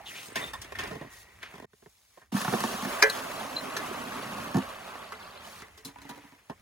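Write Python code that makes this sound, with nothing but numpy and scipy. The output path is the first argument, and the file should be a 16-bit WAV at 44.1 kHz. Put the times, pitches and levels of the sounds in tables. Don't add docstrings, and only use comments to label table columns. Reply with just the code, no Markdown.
import sys
import numpy as np
from scipy import signal
from scipy.fft import rfft, irfft, next_fast_len
from scipy.io import wavfile
from scipy.ndimage import uniform_filter1d

SR = 44100
rng = np.random.default_rng(int(sys.argv[2]) if len(sys.argv) > 2 else 0)


def to_wav(s):
    ch = np.atleast_2d(s).T
    pcm = np.round(np.clip(ch, -1, 1) * 32767)
    wavfile.write(sys.argv[1], SR, pcm.astype(np.int16))


def invert_db(x):
    u = np.asarray(x, float) / 20
    return 10 ** u


N = 291741


def rms_one(x):
    return x / np.sqrt(np.mean(x ** 2) + 1e-20)


def band(x, low_hz, high_hz):
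    return signal.sosfilt(signal.butter(3, [low_hz, high_hz], "band", fs=SR, output="sos"), x)


def drift(rate_hz):
    r = np.exp(-40 * np.pi * rate_hz / SR)
    slow = signal.lfilter([1], [1, -2 * r, r * r], rng.standard_normal(N // 20 + 2002))[2000:]
    return np.interp(np.arange(N) / 20, np.arange(len(slow)), rms_one(slow))


def along(rows):
    return np.interp(np.arange(N) / SR, *np.transpose(rows))


def between(start_s, end_s):
    t = np.arange(N) / SR
    return uniform_filter1d(1. * (t >= start_s) * (t <= end_s), size=200)


def coloured(x, spectrum):
    hz, gain_db = np.transpose(spectrum)
    size = next_fast_len(N)
    bins_hz = np.fft.rfftfreq(size, 1 / SR)
    gain = invert_db(np.interp(np.log(bins_hz + 1), np.log(hz), gain_db))
    return irfft(rfft(x, size) * gain, size)[:N]


def grains(per_s, spread_db):
    size = invert_db(spread_db * np.minimum(rng.exponential(1, N), 5)) * rng.choice([-1, 1], N)
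    return size * (rng.random(N) < per_s / SR)


def resonance(x, hz, width_hz):
    r = np.exp(-np.pi * width_hz / SR)
    b = (1 - r * r) / 2
    return signal.lfilter([b, 0, -b], [1, -2 * r * np.cos(2 * np.pi * hz / SR), r * r], x + 1e-18)


# (low edge [Hz], high edge [Hz])
BANDS_HZ = [(118, 400), (400, 3000), (3000, 16500)]
UNEVEN_DB = 2
CRACK_TOP_HZ = 6000


def blows(events, modes, contact):
    out, t = np.zeros(N + SR), np.arange(SR // 3) / SR
    hz, level_db, t60 = np.transpose(modes)[:, :, None]
    rings = invert_db(level_db - 60 * t / t60) * np.sin(2 * np.pi * hz * t)
    rise_s, usual_crack_db, usual_db, sharper, bass_rise_s = contact
    for s, mid_db, low_db, high_db, colour_hz, lasts_s, *gulp_hz in events:
        crack_db = usual_crack_db + sharper * (mid_db - usual_db)
        touch = rng.standard_normal(len(t)) * invert_db(-60 * t / lasts_s) * np.minimum(t / rise_s, 1)
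        strengths = invert_db(rng.normal(0, UNEVEN_DB, len(modes)))
        rung = signal.fftconvolve(touch, strengths @ rings)[:len(t)]
        touch = signal.lfilter(*signal.butter(1, CRACK_TOP_HZ, fs=SR), touch)
        peaks_db = low_db + 5, mid_db, high_db + 8.5
        for edges, peak_db, thin_db in zip(BANDS_HZ, peaks_db, (-14, -3, 3)):
            crack = invert_db(crack_db + thin_db) * rms_one(band(touch, *edges))
            part = rms_one(band(rung, *edges)) + crack
            if edges == BANDS_HZ[1]:
                part = resonance(part, colour_hz, 0.93 * colour_hz)
            if edges == BANDS_HZ[0]:
                part = part * np.minimum(t / bass_rise_s, 1)
                for pitch_hz in gulp_hz:
                    part = resonance(part, pitch_hz, .42 * pitch_hz)
            out[round(s * SR):][:len(t)] += invert_db(peak_db) * part / np.abs(part).max()
    return out[:N]


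# (time [s], length [s], frequency [Hz], width of each resonance [Hz], level before the swell [dB],
# end frequency if it slides down [Hz])
RUBS_AND_RINGS = [(-.01, 0.04, 720, 300, -41), (.01, .1, 820, 150, -53), (.05, 0.09, 3500, 900, -43, 2300),
                  (.1, .08, 2000, 600, -45), (.135, 0.14, 2500, 1400, -43), (.225, 0.17, 8150, 80, -52),
                  (.34, 0.4, 8050, 70, -50), (.405, 0.13, 3620, 130, -43), (.44, 0.012, 3600, 200, -35.5),
                  (.53, 0.06, 1050, 121, -43), (.53, 0.04, 3600, 200, -44), (.75, 0.014, 1810, 302, -33),
                  (.8, 0.75, 1890, 170, -56), (1.41, .11, 1700, 1800, -44), (3.095, 0.028, 4120, 250, -30),
                  (3.56, 0.05, 4090, 119, -31.5), (5.115, 0.042, 1200, 200, -42),
                  (5.37, 0.029, 4100, 150, -52.5), (5.445, 0.019, 3050, 250, -48),
                  (2.17, .12, 1600, 120, -68), (.36, .16, 1980, 150, -45)]
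SWELL_SHARE, FADE_POWER = .22, 1.3


def rubs_and_rings():
    out = np.zeros(N + SR)
    rough = rng.standard_normal(N + SR) * invert_db(4.0 * rng.standard_normal(N + SR))
    uneven = invert_db(1.5 * drift(40))
    for k, (s, length_s, hz, width_hz, level_db, *end_hz) in enumerate(RUBS_AND_RINGS):
        i, n = round(s * SR) + SR, round(length_s * SR)
        start = k * SR // 4
        once = resonance(rough[start:start + n + 2000], hz, width_hz)
        tone = resonance(once, hz, width_hz)[2000:]
        for last_hz in end_hz:
            tone = np.interp(np.cumsum(np.linspace(1, last_hz / hz, n)), np.arange(n), tone)
        done = np.arange(n) / n
        fade = ((1 - done) / (1 - SWELL_SHARE)) ** FADE_POWER
        out[i:i + n] += invert_db(level_db) * rms_one(tone) * np.minimum(done / SWELL_SHARE, fade)
    return out[SR:] * uneven


# (time [s], level [dB])
WIND = [(0, -59), (0.18, -80), (0.5, -55), (0.88, -56), (1.07, -65), (1.64, -62), (1.7, -74), (2.32, -76),
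        (2.71, -56), (3.63, -71), (4.3, -66), (4.56, -51), (4.8, -65), (6.24, -66), (6.47, -72),
        (6.62, -59)]


def wind():
    shared, own = rng.standard_normal(N), rng.standard_normal((2, N))
    low = band(shared + 0.29 * own, 47, 112)
    upper = .25 * band(shared + .4 * own, 100, 240)
    return invert_db(along(WIND) + 2.2 * drift(6)) * rms_one(low + upper)


# (frequency [Hz], level [dB], t60 [s])
WELL = [(200, -19, 0.1), (273, -7, 0.037), (433, -1.5, 0.026), (700, 0, 0.014), (1070, -3, 0.04),
        (1850, -2, 0.045), (2160, -15, 0.051), (3600, -10, 0.014), (5300, -9, 0.0067), (6460, -12.5, 0.027)]
# (frequency [Hz], gain [dB])
CLOTH = [(100, -7), (162, -15), (241, -17.5), (415, -16.5), (1440, -14), (1940, -11), (6580, -11.5),
         (9250, -9.5), (12000, -10.5), (15600, -12)]
# (start [s], end [s])
STRETCHES_S = [(0, 1.655), (1.665, 2.315), (5.6, 6.615)]
# (time [s], level [dB])
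EFFORT = [(0, -56), (0.1, -50), (0.336, -51), (0.44, -38), (0.534, -51.5), (0.75, -51.5), (0.85, -38.5),
          (0.93, -48), (1.07, -55), (1.38, -59.5), (1.56, -51), (1.655, -62), (1.665, -80), (1.69, -75),
          (1.78, -74), (2.1, -72), (2.2, -66), (2.28, -77), (5.6, -52), (5.7, -59), (5.83, -61),
          (5.88, -53), (5.94, -62), (6.1, -52), (6.33, -60), (6.45, -65), (6.615, -64)]
USUAL_EFFORT_DB = -52
RUMBLE_DB, RUMBLE_FOLLOWS, HISS_DB, HISS_FOLLOWS = -62, 1.2, -60.5, .6
# (time [s], length [s], level [dB])
HISS_BURSTS = [(0.035, .29, -51), (0.39, .12, -55), (1.09, .17, -57.5), (1.66, .64, -71), (5.4, .24, -53.5)]


def handling():
    rub = coloured(rng.standard_normal(N) + .5 * rms_one(grains(1500, spread_db=4.0)), CLOTH)
    boards = sum(invert_db(db) * resonance(rub, hz, 18.0 / t60) for hz, db, t60 in WELL)
    rub = rub + 1.67 * boards
    effort_db = along(EFFORT)
    swing_db = effort_db - USUAL_EFFORT_DB
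    gate = sum(between(*span) for span in STRETCHES_S)
    rumble = gate * invert_db(RUMBLE_DB + RUMBLE_FOLLOWS * swing_db)
    hiss = gate * invert_db(HISS_DB + HISS_FOLLOWS * swing_db)
    for s, length_s, level_db in HISS_BURSTS:
        n = round(length_s * SR)
        hiss[round(s * SR):][:n] += invert_db(level_db) * signal.windows.tukey(n, .5)
    gains = rumble, gate * invert_db(effort_db), hiss
    return sum(gain * invert_db(0.5 * drift(35)) * rms_one(band(rub, *edges))
               for edges, gain in zip(BANDS_HZ, gains))


# (time [s], peak level at 0.4-3 kHz [dB], bass level, peaking 5 dB higher [dB],
# treble level, peaking 8.5 dB higher [dB], centre of the blow's colour [Hz], contact t60 [s])
KNOCKS = [(0.283, -51, -47.5, -48.5, 425, .033), (0.319, -42.5, -47, -53, 401, .024),
          (0.356, -21.5, -37.5, -34, 1800, .18), (0.534, -30, -57, -39.5, 1070, .09),
          (0.616, -36.5, -57, -39.5, 2410, .093), (0.644, -38, -51, -51, 2020, .06),
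          (0.721, -27, -62, -48, 450, .04), (0.753, -34, -60, -51, 1890, .13),
          (0.787, -23, -44.5, -39, 1930, .18), (0.834, -32, -43, -44.5, 587, .066),
          (0.874, -50, -48, -45.5, 1920, .08), (0.909, -33.5, -41.5, -53, 457, .18),
          (0.932, -38, -43, -56, 450, .06), (0.952, -34.5, -39, -52, 412, .08),
          (1.01, -36, -38.5, -58, 676, .1), (1.045, -43, -45, -66, 450, .08),
          (1.068, -46, -49, -68, 450, .05), (1.429, -32, -54, -45, 1900, .06),
          (1.538, -40, -50, -59, 528, .05), (1.554, -41, -50, -56, 700, .04),
          (1.579, -42, -49, -60, 600, .05), (1.599, -35, -47, -53.5, 581, .023),
          (1.623, -41, -47, -61, 608, .048), (1.643, -38, -52, -66, 417, .02),
          (1.732, -49, -55, -72, 1490, .04), (1.823, -51.5, -58, -84, 603, .063),
          (1.859, -45, -52, -88, 600, .047), (2.172, -41.5, -64, -71, 506, .08),
          (2.215, -48, -68, -70.5, 1090, .14), (6.497, -30, -37, -52, 680, .08)]
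# (rise [s], crack over ring at usual strength, before thinning by band [dB],
# usual strength [dB], more crack per dB of strength [dB], rise of the bass [s])
WOOD_TOUCH = (0.001, 7, -36, -.1, .006)


def knocks():
    return blows(KNOCKS, WELL, WOOD_TOUCH)


DIP_S, RETURN_S = 1.657, .07
DIP_GAIN = .45


def level_dip():
    since = np.arange(N) / SR - DIP_S
    return uniform_filter1d(np.where(since < 0, 1, np.clip(since / RETURN_S, DIP_GAIN, 1)), size=200)


BLIPS_PER_S = 320


def blips():
    when, pitch, size = rng.random((int(BLIPS_PER_S * N / SR), 3)).T[:, :, None]
    t, hz = np.arange(1024) / SR, 550 * 3.5 ** pitch
    dying = t * hz / 7.5
    tones = size ** 2 * np.exp(-dying) * np.sin(2 * np.pi * hz * t * (1 + .025 * dying))
    out = np.zeros(N + len(t))
    np.add.at(out, (when * N).astype(int) + np.arange(len(t)), tones)
    return out[:N]


# (time [s], level [dB])
FLOW = [(2.32, -47), (2.37, -37), (3.0, -34.5), (3.27, -37), (3.7, -39), (3.78, -38.5), (3.87, -37.5),
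        (4.45, -39), (4.65, -41.5), (5.3, -49), (5.6, -50), (5.75, -70)]
# (time [s], level [dB])
DRUMMING = [(2.37, -30), (2.5, -6), (3.05, -18), (3.27, -10), (4.5, -5), (4.62, -13), (5.7, -13)]
# (time [s], frequency [Hz])
DRUM_PITCH = [(2.32, 220), (2.85, 255), (3.9, 265), (4.5, 215), (5.7, 190)]
# (frequency [Hz], gain [dB])
SPRAY = [(100, -36), (146, -32.5), (256, -3.5), (326, -16.5), (1130, -12.5), (2280, -19.5), (2670, -16.5),
         (7570, -22), (12000, -24), (15600, -28.5)]
SPRAY_DB, SPRAY_EARLY_DB, SPRAY_SETTLES_S = -10.5, 9, .8
SURGE_DB = .8
BUBBLE_TILT, TILT_PER_DB, USUAL_FLOW_DB = -.8, .05, -38
STANDING_HZ, STANDING_WIDTH_HZ = (620, 1130), 140


def pour():
    bubbles_db, gate = along(FLOW), between(FLOW[0][0], FLOW[-1][0])
    cavity_db = bubbles_db + along(DRUMMING)
    since_s = np.maximum(np.arange(N) / SR - FLOW[0][0], 0)
    spray_db = bubbles_db + SPRAY_DB + SPRAY_EARLY_DB * np.exp(-since_s / SPRAY_SETTLES_S)
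    surge_db = SURGE_DB * drift(11)
    pitch_hz = along(DRUM_PITCH) * (1 + .05 * drift(5))
    turn = np.exp(2j * np.pi * np.cumsum(pitch_hz) / SR)
    hum = drift(48) * turn.real + drift(54) * turn.imag
    cavity = rms_one(hum) + 0.7 * rms_one(band(rng.standard_normal(N), 95, 400))
    tilt = BUBBLE_TILT + TILT_PER_DB * np.clip(USUAL_FLOW_DB - bubbles_db, 0, 10)
    born, dealt = grains(4000 * invert_db(1.5 * surge_db), spread_db=2.6), rng.integers(0, 24, N)
    bubbles = sum(resonance(born * (dealt == k), hz, hz / 22.0) * (hz / 700) ** tilt
                  for k, hz in enumerate(np.geomspace(380, 4500, num=24)))
    drops = rms_one(grains(2500 * invert_db(2.0 * drift(30)), spread_db=1.0))
    rush = coloured(rng.standard_normal(N) + 0.52 * drops, SPRAY)
    standing = sum(resonance(rush, hz, STANDING_WIDTH_HZ) * invert_db(3.0 * drift(6)) for hz in STANDING_HZ)
    body = rms_one(bubbles) + 1.1 * rms_one(band(rush, 525, 2700))
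    body = body + .7 * rms_one(standing) + .6 * rms_one(blips())
    drumming = invert_db(cavity_db + 1.2 * surge_db) * rms_one(cavity)
    bubbling = invert_db(bubbles_db + surge_db) * rms_one(body)
    spray = invert_db(spray_db + surge_db + 0.69 * drift(54)) * rms_one(band(rush, *BANDS_HZ[2]))
    return gate * (drumming + bubbling + spray)


# (time [s], peak level at 0.4-3 kHz [dB], bass level, peaking 5 dB higher
# [dB], treble level, peaking 8.5 dB higher [dB], centre of the colour [Hz], pitch of the gulp [Hz])
SLAPS = [(2.321, -36, -31, -66.5, 404, 230), (2.342, -30, -21, -62, 775, 215),
         (2.364, -25, -31, -39.5, 1500, 195), (2.414, -24, -40, -32.5, 1790, 200),
         (2.446, -19.5, -39, -39.5, 1140, 190), (2.478, -19, -30, -50, 1130, 165),
         (2.525, -25.5, -29, -57, 511, 230), (2.535, -16.5, -27, -55, 473, 250),
         (2.604, -28, -38, -33, 1110, 235), (2.637, -16.5, -31, -35, 711, 200),
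         (2.738, -34, -36, -55, 900, 230), (2.823, -28, -34, -41, 869, 255),
         (2.849, -24, -32, -38, 1150, 260), (2.866, -34, -34, -55, 420, 265),
         (3.911, -30.5, -43, -56, 533, 270), (4.543, -23, -21.5, -44, 980, 190),
         (4.556, -22, -23, -44, 800, 140), (4.567, -23, -22, -39, 600, 350),
         (4.582, -27, -27, -42.5, 651, 210), (4.953, -32, -48, -50, 850, 250),
         (5.471, -40, -56, -52, 851, 200)]
# (frequency [Hz], level [dB], t60 [s])
BUCKET = [(140, -5, 0.069), (206, 0, .1), (227, -0.5, 0.11), (259.7, -1, 0.11), (347, -2, 0.055),
          (476, -8, 0.029), (746, -6, .04), (904, -8, 0.029), (1130, -4, 0.02), (1443, -8, 0.019),
          (1780, -8.5, 0.041)]
WATER_TOUCH = (0.0016, 0.5, -25, .3, .005)
SLAP_T60_S = .036


def slaps():
    events = [(*row[:-1], SLAP_T60_S, row[-1]) for row in SLAPS]
    return blows(events, BUCKET, WATER_TOUCH)


CLANKS = [(3.024, -4, -40, -14.5, 1850, .02), (3.033, -15, -40, -25, 650, .03),
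          (3.098, -41, -47, -30, 431, .03), (3.765, -21, -49, -33, 2580, .09),
          (5.121, -28, -62.5, -48, 1260, .05), (5.619, -33, -46, -46, 1800, .03),
          (5.775, -46, -60, -51, 1100, .14)]
# (frequency [Hz], level [dB], t60 [s])
PAIL = [(436, 8, .17), (549, 4, .17), (1060, -6, .1), (1417, -7, .12), (1579, -3, .19), (1706, 0, .2),
        (1760, -3, .12), (1814, 3, .1), (1890, 0, .15), (1958, -1, .2), (2044, 0, .2), (2136, -5, .14),
        (2390, -9, .1), (3044, -12, .1), (4065, -11, .09), (4145, -12, .08), (4845, -2, .03),
        (5300, -2, .025), (5862, -2, .03), (6480, -5, .03), (8100, -13, .04), (9800, -10, .04),
        (11300, -12, .04)]
METAL_TOUCH = (0.0015, 3, -36, -.42, .004)


def clanks():
    return blows(CLANKS, PAIL, METAL_TOUCH)


TAPS = [(5.848, -44, -44, -38, 1480, .14), (5.883, -45, -49, -55, 1250, .05),
        (5.958, -37, -60, -64, 975, .02), (5.984, -42, -57, -60, 1350, .04),
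        (6.016, -45, -54, -50, 1700, .12), (6.05, -45, -48, -60, 975, .06),
        (6.091, -34, -44, -44.5, 1150, .1), (6.108, -40, -46, -54, 975, .06),
        (6.157, -44, -55, -58, 1200, .06), (6.174, -43, -52, -56, 450, .08),
        (6.235, -48, -52, -64, 975, .12), (6.318, -51, -56, -70, 850, .08)]
# (frequency [Hz], level [dB], t60 [s])
EMPTY_PAIL = [(285, 2, .15), (350, -5, .06), (450, -8, .2), (875, -4, .06), (975, 4, .11), (1020, -2, .07),
              (1240, -5, .06), (1480, -2, .08), (1750, -3, .08), (4100, -8, .012)]
HANDLE_TOUCH = (0.0015, 2.5, -40, .15, .004)


def taps():
    return blows(TAPS, EMPTY_PAIL, HANDLE_TOUCH)


# (frequency [Hz], left minus right level [dB], phase step [half turns], likeness [0-1])
IMAGE = [(130, 0, 0, 1), (200, -1.6, .06, 1), (330, -2.3, .28, .93), (520, -5.5, .33, .68),
         (700, -7.5, .22, .65), (950, -2.5, .15, .7), (2000, 1, .35, .52), (3000, 1.5, .35, .35),
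         (4200, 1.5, .2, .25), (5500, 2, -.4, .35), (6600, 1, 0, .45), (7900, -1, .9, .5),
         (8600, -2, 2.1, .35), (9200, 0, 3, .9), (9550, 0, 3, .9), (10500, 0, 4, .98), (11600, 0, 4, .98),
         (12600, 0, 5, 1), (13800, 0, 5, 1), (14600, 0, 6, .99)]


def stereo_image(wide, point):
    f, _, z = signal.stft(wide, SR, nperseg=512)
    hz, lean_db, half_turns, alike = np.transpose(IMAGE)
    patches = uniform_filter1d(rng.standard_normal(z.shape), size=3, axis=0)
    patches = uniform_filter1d(patches, size=3, axis=1)
    spread = np.sqrt(-2 * np.log(np.interp(f, hz, alike)))
    wander = np.exp(.5j * spread[:, None] * rms_one(patches))
    pair = point + signal.istft([z * wander, z / wander], SR, nperseg=512)[1][:, :N]
    size = next_fast_len(N)
    f = np.fft.rfftfreq(size, 1 / SR)
    step = invert_db(np.interp(f, hz, lean_db) / 2) * np.exp(-.5j * np.pi * np.interp(f, hz, half_turns))
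    return irfft(rfft(pair, size) * [step, 1 / step], size)[:, :N]


def scene():
    wide = handling() + pour() + knocks() + taps() + clanks()
    point = slaps() + rubs_and_rings()
    return level_dip() * (stereo_image(wide, point) + wind())


def band_limit(x):
    return signal.sosfilt(signal.butter(12, 16100, fs=SR, output="sos"), x)


def record(dry):
    return band_limit(dry)


dry = scene()
out = record(dry)
to_wav(out)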